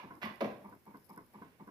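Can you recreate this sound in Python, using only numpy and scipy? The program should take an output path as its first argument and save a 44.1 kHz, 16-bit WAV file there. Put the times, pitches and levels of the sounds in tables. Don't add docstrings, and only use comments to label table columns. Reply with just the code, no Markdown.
import sys
import numpy as np
from scipy import signal
from scipy.fft import rfft, irfft, next_fast_len
from scipy.io import wavfile
from scipy.ndimage import uniform_filter1d

SR = 44100
rng = np.random.default_rng(int(sys.argv[2]) if len(sys.argv) > 2 else 0)


def digitize_waveform(pressure):
    field = np.atleast_2d(pressure).T
    bounded = np.clip(field, -1, 1)
    quanta = np.round(bounded * 32767).astype(np.int16)
    wavfile.write(sys.argv[1], SR, quanta)


def amplitude_ratio(level_db):
    exponent = np.asarray(level_db, float) / 20
    return 10 ** exponent


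N = 74970
LEAD = SR // 10
M = next_fast_len(N + SR)
TIME_S = (np.arange(N + LEAD) - LEAD) / SR


def butter(x, order, hz, kind="low"):
    return signal.sosfilt(signal.butter(order, hz, kind, fs=SR, output="sos"), x)


def at_hz(points, hz, column=1):
    points = np.array(points)
    return np.interp(np.log(hz + 1), np.log(points[:, 0]), points[:, column])


def colour(x, points):
    gain = amplitude_ratio(at_hz(points, np.arange(M // 2 + 1) * SR / M))
    return irfft(rfft(x, M) * gain, M)[..., :N + LEAD]


def noise(points, db):
    x = colour(rng.standard_normal(M), points)
    return amplitude_ratio(db) * x / x.std()


def train(s, gain):
    out = np.zeros(N + LEAD)
    place = (np.ravel(s) * SR).astype(int) + LEAD
    np.add.at(out, np.clip(place, 0, N + LEAD - 1), np.ravel(gain))
    return out


def body(clicks, modes):
    out = 0
    for k, (hz, db, t60) in enumerate(modes):
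        r = amplitude_ratio(-60 / (t60 * SR))
        w = 2 * np.pi * hz / SR
        ring = signal.lfilter([0, np.sin(w)], [1, -2 * r * np.cos(w), r * r], clicks + 1e-18)
        out = out + (-1) ** k * amplitude_ratio(db) * ring
    return out


def burst(clicks, length_s):
    r = np.exp(-1 / (length_s * SR))
    return signal.lfilter([1], [1, -r], np.abs(clicks)) * rng.standard_normal(N + LEAD)


def strokes(table, touches, cabinet, valve):
    s, db, share_db = np.transpose(table)
    offset, push_db, knock_db = np.transpose(touches)
    jitter_s, spread_db = .00006, 1.2
    chance = rng.standard_normal((len(s), 3, len(offset)))
    at = s[:, None] + offset + jitter_s * chance[:, 0]
    level_db = db[:, None] - 9.0
    push = amplitude_ratio(level_db + push_db + share_db[:, None] + spread_db * chance[:, 1])
    knock = amplitude_ratio(level_db + knock_db + spread_db * chance[:, 2])
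    soft = butter(train(at, push), 2, 600)
    hard = signal.lfilter(np.hanning(32), 32 / 2.87, train(at, knock)) * 1.85
    return body(soft, cabinet) + body(hard, valve)


# (time [s], level [dB], cabinet share [dB])
PULL_STROKES = [
    (.046, -43.5, 8.5),
    (.262, -47, -12),
    (.455, -54, 8.5),
    (.660, -43.5, 4.5),
    (.881, -47.5, 7),
    (1.111, -45, 4.5),
    (1.357, -45, 6),
    (1.613, -46, 8),
]
# (offset [s], push on cabinet [dB], knock on valve [dB])
PULL_CONTACTS = [(-.022, -11.5, -34), (-.016, -11, -0.5), (-.012, -9, -9), (-.008, -2, -0.5),
                 (-.003, -0.5, 2), (.002, -2, -2.5), (.008, 2.5, -31), (.020, -12.5, -14),
                 (0.026, -9, -3.5), (0.035, -18.5, -17)]
# (frequency [Hz], level [dB], t60 [s])
PULL_CABINET_MODES = [(108, -54, 0.031), (200, -4, 0.042), (312, -2, 0.02), (473, -5.5, 0.0087)]
PULL_VALVE_MODES = [(663, -28, 0.08), (907, -5, 0.13), (1000, -5, 0.027), (1093, -2.5, 0.036),
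                    (1206, -10.5, 0.026), (2265, -6.5, 0.025)]
# (time [s], level [dB], cabinet share [dB])
PUSH_STROKES = [
    (.111, -39.5, -6.5),
    (.322, -49, -5),
    (.528, -45.5, -4),
    (.729, -45, -2),
    (.948, -44, -2),
    (1.179, -41.5, -1.5),
    (1.423, -42, -2.5),
    (1.680, -44.5, -1),
]
# (offset [s], push on cabinet [dB], knock on valve [dB])
PUSH_CONTACTS = [(-.009, -2, -16), (-.005, 0, -8), (-.003, -18, -1.5), (.001, -3, -9.5), (.005, -7.5, -5),
                 (.008, -5.5, -4.5), (0.011, -10, -11.5), (0.023, -12.5, -15), (0.03, -5.5, -25)]
# (frequency [Hz], level [dB], t60 [s])
PUSH_CABINET_MODES = [(98, -3, 0.038), (175.7, 4, 0.042), (300, 5.5, 0.025), (442.7, 0.5, 0.056)]
PUSH_VALVE_MODES = [(680, -16.5, 0.065), (955, -7, 0.045), (1072, -2.5, 0.051), (1525, -2.5, 0.025),
                    (2074, -12.5, 0.063), (2700, -7, 0.011)]


def diaphragm_pump():
    pull = strokes(PULL_STROKES, PULL_CONTACTS, PULL_CABINET_MODES, PULL_VALVE_MODES)
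    push = strokes(PUSH_STROKES, PUSH_CONTACTS, PUSH_CABINET_MODES, PUSH_VALVE_MODES)
    return pull + push


# (time [s], level [dB])
CLUNK_CONTACTS = [(0.4071, -28), (0.4162, -24.5), (0.4195, -26.5), (0.425, -29), (0.433, -32.5),
                  (0.4434, -29), (0.45, -34), (0.4555, -35.5), (.461, -43), (.472, -52), (.477, -34),
                  (.492, -37.5), (.498, -44), (.515, -43.5), (.537, -52), (0.556, -47), (.57, -47)]
# (frequency [Hz], level [dB], t60 [s])
CLUNK_BODY_MODES = [(128, -38, 0.13), (213, -12, 0.22), (249, -3.5, 0.065), (302, -3.5, 0.052),
                    (357, -9, 0.048), (435.3, 0.5, 0.061), (492, -0.5, 0.038), (541.6, 1.5, 0.041),
                    (603, 1.5, 0.029), (614, -2, 0.047), (670, 0.5, 0.043), (750, -3, 0.029),
                    (1045, -3.5, 0.035), (1272, -12.5, 0.04)]


def clunk():
    s, db = np.transpose(CLUNK_CONTACTS)
    return amplitude_ratio(-7.0) * body(train(s, amplitude_ratio(db)), CLUNK_BODY_MODES)


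def shiver(contacts):
    start_s, level_db, t60_s = .42, -66.5, 0.28
    fade = amplitude_ratio(level_db - 60 * np.abs(TIME_S - start_s) / t60_s)
    return body(contacts * (TIME_S > start_s) * fade, CLUNK_BODY_MODES)


# (time [s], level [dB], frequency [Hz], t60 [s])
LEVER_KNOCKS = [(-.004, -42, 1000, 0.081), (0.016, -61, 2330, 0.05), (.157, -57.5, 300, 0.14),
                (0.175, -55.5, 342, 0.1), (0.229, -40, 1130, 0.036), (0.232, -49, 1983, 0.27),
                (.246, -53, 1960, 0.077), (.222, -58, 2417, 0.16), (0.2404, -39.5, 214.7, 0.17),
                (0.2572, -37.5, 1091, 0.088), (0.265, -45, 1055, 0.13), (0.272, -38, 300, 0.012),
                (0.292, -45, 1034, 0.087), (.31, -52.5, 334, 0.064), (0.42, -48, 213, 0.085),
                (.421, -41, 683, 0.029), (0.438, -36.5, 213, 0.14), (0.471, -43, 213, 0.033),
                (.276, -44.5, 213, 0.13), (.305, -50.5, 200, .12), (.417, -35, 607, 0.029),
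                (.444, -35, 500, 0.039), (0.621, -54.5, 200, 0.1), (.645, -52, 190, .1)]


def lever_knocks():
    return sum(body(train(s, amplitude_ratio(db)), [(hz, 0, t60)]) for s, db, hz, t60 in LEVER_KNOCKS)


# (start [s], attack [s], length [s], level [dB])
RATTLE_SPELLS = [
    (-.05, 0.00021, 0.021, -39.5),
    (0.214, 0.0056, 0.056, -47),
    (0.225, 0.002, 0.03, -45),
    (0.243, 0.0027, 0.065, -55),
    (0.4055, 0.00069, 0.019, -38.5),
    (0.441, 0.0051, 0.022, -46.5),
    (1.27, 0.2, 0.38, -68.5),
]
# (frequency [Hz], level [dB], t60 [s])
SWITCH_MODES = [(356, -6, 0.077), (533, 0, 0.025), (1000, -18.5, 0.052), (1050, -18, 0.03),
                (1960, -9, 0.032), (1934, -11.5, 0.043), (2392, -16, 0.043), (2664, -22, 0.037),
                (3078, -20.5, 0.043), (3243, -17, 0.064), (4130, -20, 0.013)]
# (frequency [Hz], level [dB])
CRACK_COLOUR = [(300, -3), (900, 8.5), (2000, 6), (3500, -2), (5500, -9.5), (6800, -22.5), (8800, -37),
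                (11500, -26)]


def rattle(contacts):
    envelope = 0
    for s, attack, length, db in RATTLE_SPELLS:
        rise = np.clip((TIME_S - s) / attack, 0, 1)
        fall = np.clip((s + length - TIME_S) / (0.83 * length), 0, 1)
        envelope = envelope + amplitude_ratio(db) * rise * fall
    grains = envelope * contacts
    cracks = amplitude_ratio(-2.5) * 4 * grains
    return amplitude_ratio(-19.0) * body(grains, SWITCH_MODES) + colour(cracks, CRACK_COLOUR)


def switch():
    contacts_per_s = 5000
    struck = rng.random(N + LEAD) < contacts_per_s / SR
    contacts = struck * rng.standard_normal(N + LEAD)
    knocks, thud = lever_knocks(), clunk()
    loose = rattle(contacts) + shiver(contacts)
    blows = amplitude_ratio(-10) * knocks + amplitude_ratio(-9) * thud
    return butter([knocks + thud + loose, blows, loose], 2, 83, "high")


# (frequency [Hz], t60 [s], level [dB])
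ROOM_DECAY = [(59, 0.38, 9), (190, 0.33, 1.5), (450, 0.54, 1), (1130, 0.5, -1.5), (2330, 0.44, -0.5),
              (5060, 0.42, -1), (11600, 0.29, -3)]
# (frequency [Hz], coherence [0-1])
PORT_LIKENESS = [(60, 0.7), (300, 0.86), (640, 0.43), (1400, 0), (15000, 0.17)]


def room_tail():
    t = np.arange(SR * 3 // 4) / SR
    tail = 0
    white = rng.standard_normal((2, 2, len(t)))
    edges = 40 * 2 ** np.arange(0, 9, .5)
    for k, (low, high) in enumerate(zip(edges, edges[1:])):
        mid, side = butter(white[k % 2], 2, [low, high], "band")
        hz = np.sqrt(low * high)
        alike = np.clip(at_hz(PORT_LIKENESS, hz), 0, 1)
        t60 = at_hz(ROOM_DECAY, hz)
        decay = amplitude_ratio(at_hz(ROOM_DECAY, hz, column=2) - 60 * t / t60)
        onset = np.clip((t - .003) / 0.0028, 0, 1)
        shape = decay * onset / np.sqrt(t60 * SR / 14)
        tail = tail + shape * (np.sqrt(1 + alike) * mid + np.sqrt(1 - alike) * side * [[1], [-1]])
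    return tail


def room(ringing, loose):
    tail = room_tail()
    wobble = butter(rng.standard_normal(len(loose)), 2, 90)
    scatter = 0.67
    scattered = np.sqrt(1 - scatter) + np.sqrt(scatter) * wobble / wobble.std()
    x = loose + ringing * scattered
    return irfft(rfft(x, M) * rfft(tail, M), M)[:, :N + LEAD]


# (time [s], peak level [dB])
PORT_TICKS = [(0.137, -65), (0.1528, -56.5), (0.228, -51.5), (0.2507, -50.5), (0.2564, -52), (0.3416, -61),
              (0.358, -56.5), (0.409, -47.5), (0.4434, -67), (0.4599, -53), (0.5454, -63), (0.648, -63),
              (0.6962, -60.5), (0.7507, -61), (0.854, -62), (0.9567, -64), (0.9714, -56.5), (1.045, -57),
              (1.050, -55.5), (1.0558, -59), (1.0921, -56), (1.0956, -51), (1.1022, -52), (1.1612, -54.5),
              (1.1763, -52.5), (1.264, -64), (1.3365, -60), (1.6737, -61)]
# (time [s], level [dB])
GRIP_LEVEL = [(0, -77), (0.198, -70.5), (.5, -69.5), (0.851, -74.5), (.985, -72), (0.998, -67), (1.02, -68),
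              (1.06, -66), (1.07, -62), (1.08, -70), (1.125, -68), (1.135, -56.5), (1.145, -70.5),
              (1.209, -71), (1.4, -74), (1.7, -88)]


def grip_crackle():
    crackle_per_s = 10700
    grip = amplitude_ratio(np.interp(TIME_S, *np.transpose(GRIP_LEVEL)))
    slips = (rng.random(N + LEAD) < crackle_per_s / SR) * rng.exponential(1, N + LEAD)
    return burst(grip * slips, 0.000081)


def left_port_ticks():
    s, db = np.transpose(PORT_TICKS)
    spray = burst(train(s, amplitude_ratio(db + 11)), .0012) + grip_crackle()
    upper = butter(spray, 2, [10240, 12760], "band")
    lower = butter(spray, 2, [4990, 5460], "band")
    broad = butter(spray, 2, [4200, 14000], "band")
    return upper + amplitude_ratio(-3) * lower + amplitude_ratio(-14) * broad


# (frequency [Hz], density [dB per Hz])
AIR_COLOUR = [(35, -24), (90, -1), (300, -1.5), (700, -6.5), (1400, -10), (2200, -18), (3200, -31.5),
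              (7000, -37.5)]


def room_tone():
    air_db = -68
    shared = butter(noise(AIR_COLOUR, air_db), 2, 900)
    return shared + [noise(AIR_COLOUR, air_db - 5.5), noise(AIR_COLOUR, air_db)]


# (frequency [Hz], density [dB per Hz])
LEFT_HISS = [(1500, -7.5), (4800, -11), (5300, -7.5), (5800, -13), (9300, -17), (10800, -6.5), (12500, -13),
             (15500, -4.5)]
RIGHT_HISS = [(1500, 15.5), (4000, 5), (7000, 1), (11000, 2.5), (15500, 7.5)]


def self_noise():
    slow = rng.standard_normal(N + LEAD)
    for _ in range(2):
        slow = uniform_filter1d(slow, size=400)
    flicker_db = 1.5 * slow / slow.std()
    return noise(LEFT_HISS, -70.5) * amplitude_ratio(flicker_db), noise(RIGHT_HISS, -70)


# (frequency [Hz], left minus right [dB])
PORT_COLOUR = [(100, 2), (640, 0), (1150, -0.5), (2300, -17), (4000, -5.5), (5300, 1), (8000, 17),
               (11500, 31), (15000, 21)]


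def scene():
    pump = diaphragm_pump()
    lever, blows, loose = switch()
    near = pump + lever
    n = np.arange(N + LEAD)
    left_lag_s = 0.00021
    late = np.interp(n - left_lag_s * SR, n, near)
    direct = np.array([late, near]) * amplitude_ratio(2)
    both = direct + room(blows + amplitude_ratio(-6.5) * pump, loose) + room_tone()
    half = np.array(PORT_COLOUR) * [1, .5]
    left_hiss, right_hiss = self_noise()
    left = colour(both[0], half) + left_port_ticks() + left_hiss
    right = colour(both[1], half * [1, -1]) + right_hiss
    return np.array([left, right])[:, LEAD:]


def band_limit(x):
    return signal.sosfilt(signal.butter(12, 15730, fs=SR, output="sos"), x)


def record(dry):
    x = butter(dry, 2, 70, "high")
    band = signal.butter(1, [250, 2600], "band", fs=SR, output="sos")
    middle = signal.sosfiltfilt(band, x)
    gate_s, threshold_db, slope, depth_db = .025, -59.5, 0.93, 11
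    power = uniform_filter1d(np.mean(middle ** 2, axis=0), int(gate_s * SR))
    level_db = 10 * np.log10(power + 1e-12)
    sink_db = np.clip(slope * (level_db - threshold_db), -depth_db, 0)
    x = x + middle * (amplitude_ratio(sink_db) - 1)
    x = signal.sosfilt(signal.cheby2(10, 50, 16150, fs=SR, output="sos"), x)
    return band_limit(x)


dry = scene()
out = record(dry)
digitize_waveform(out)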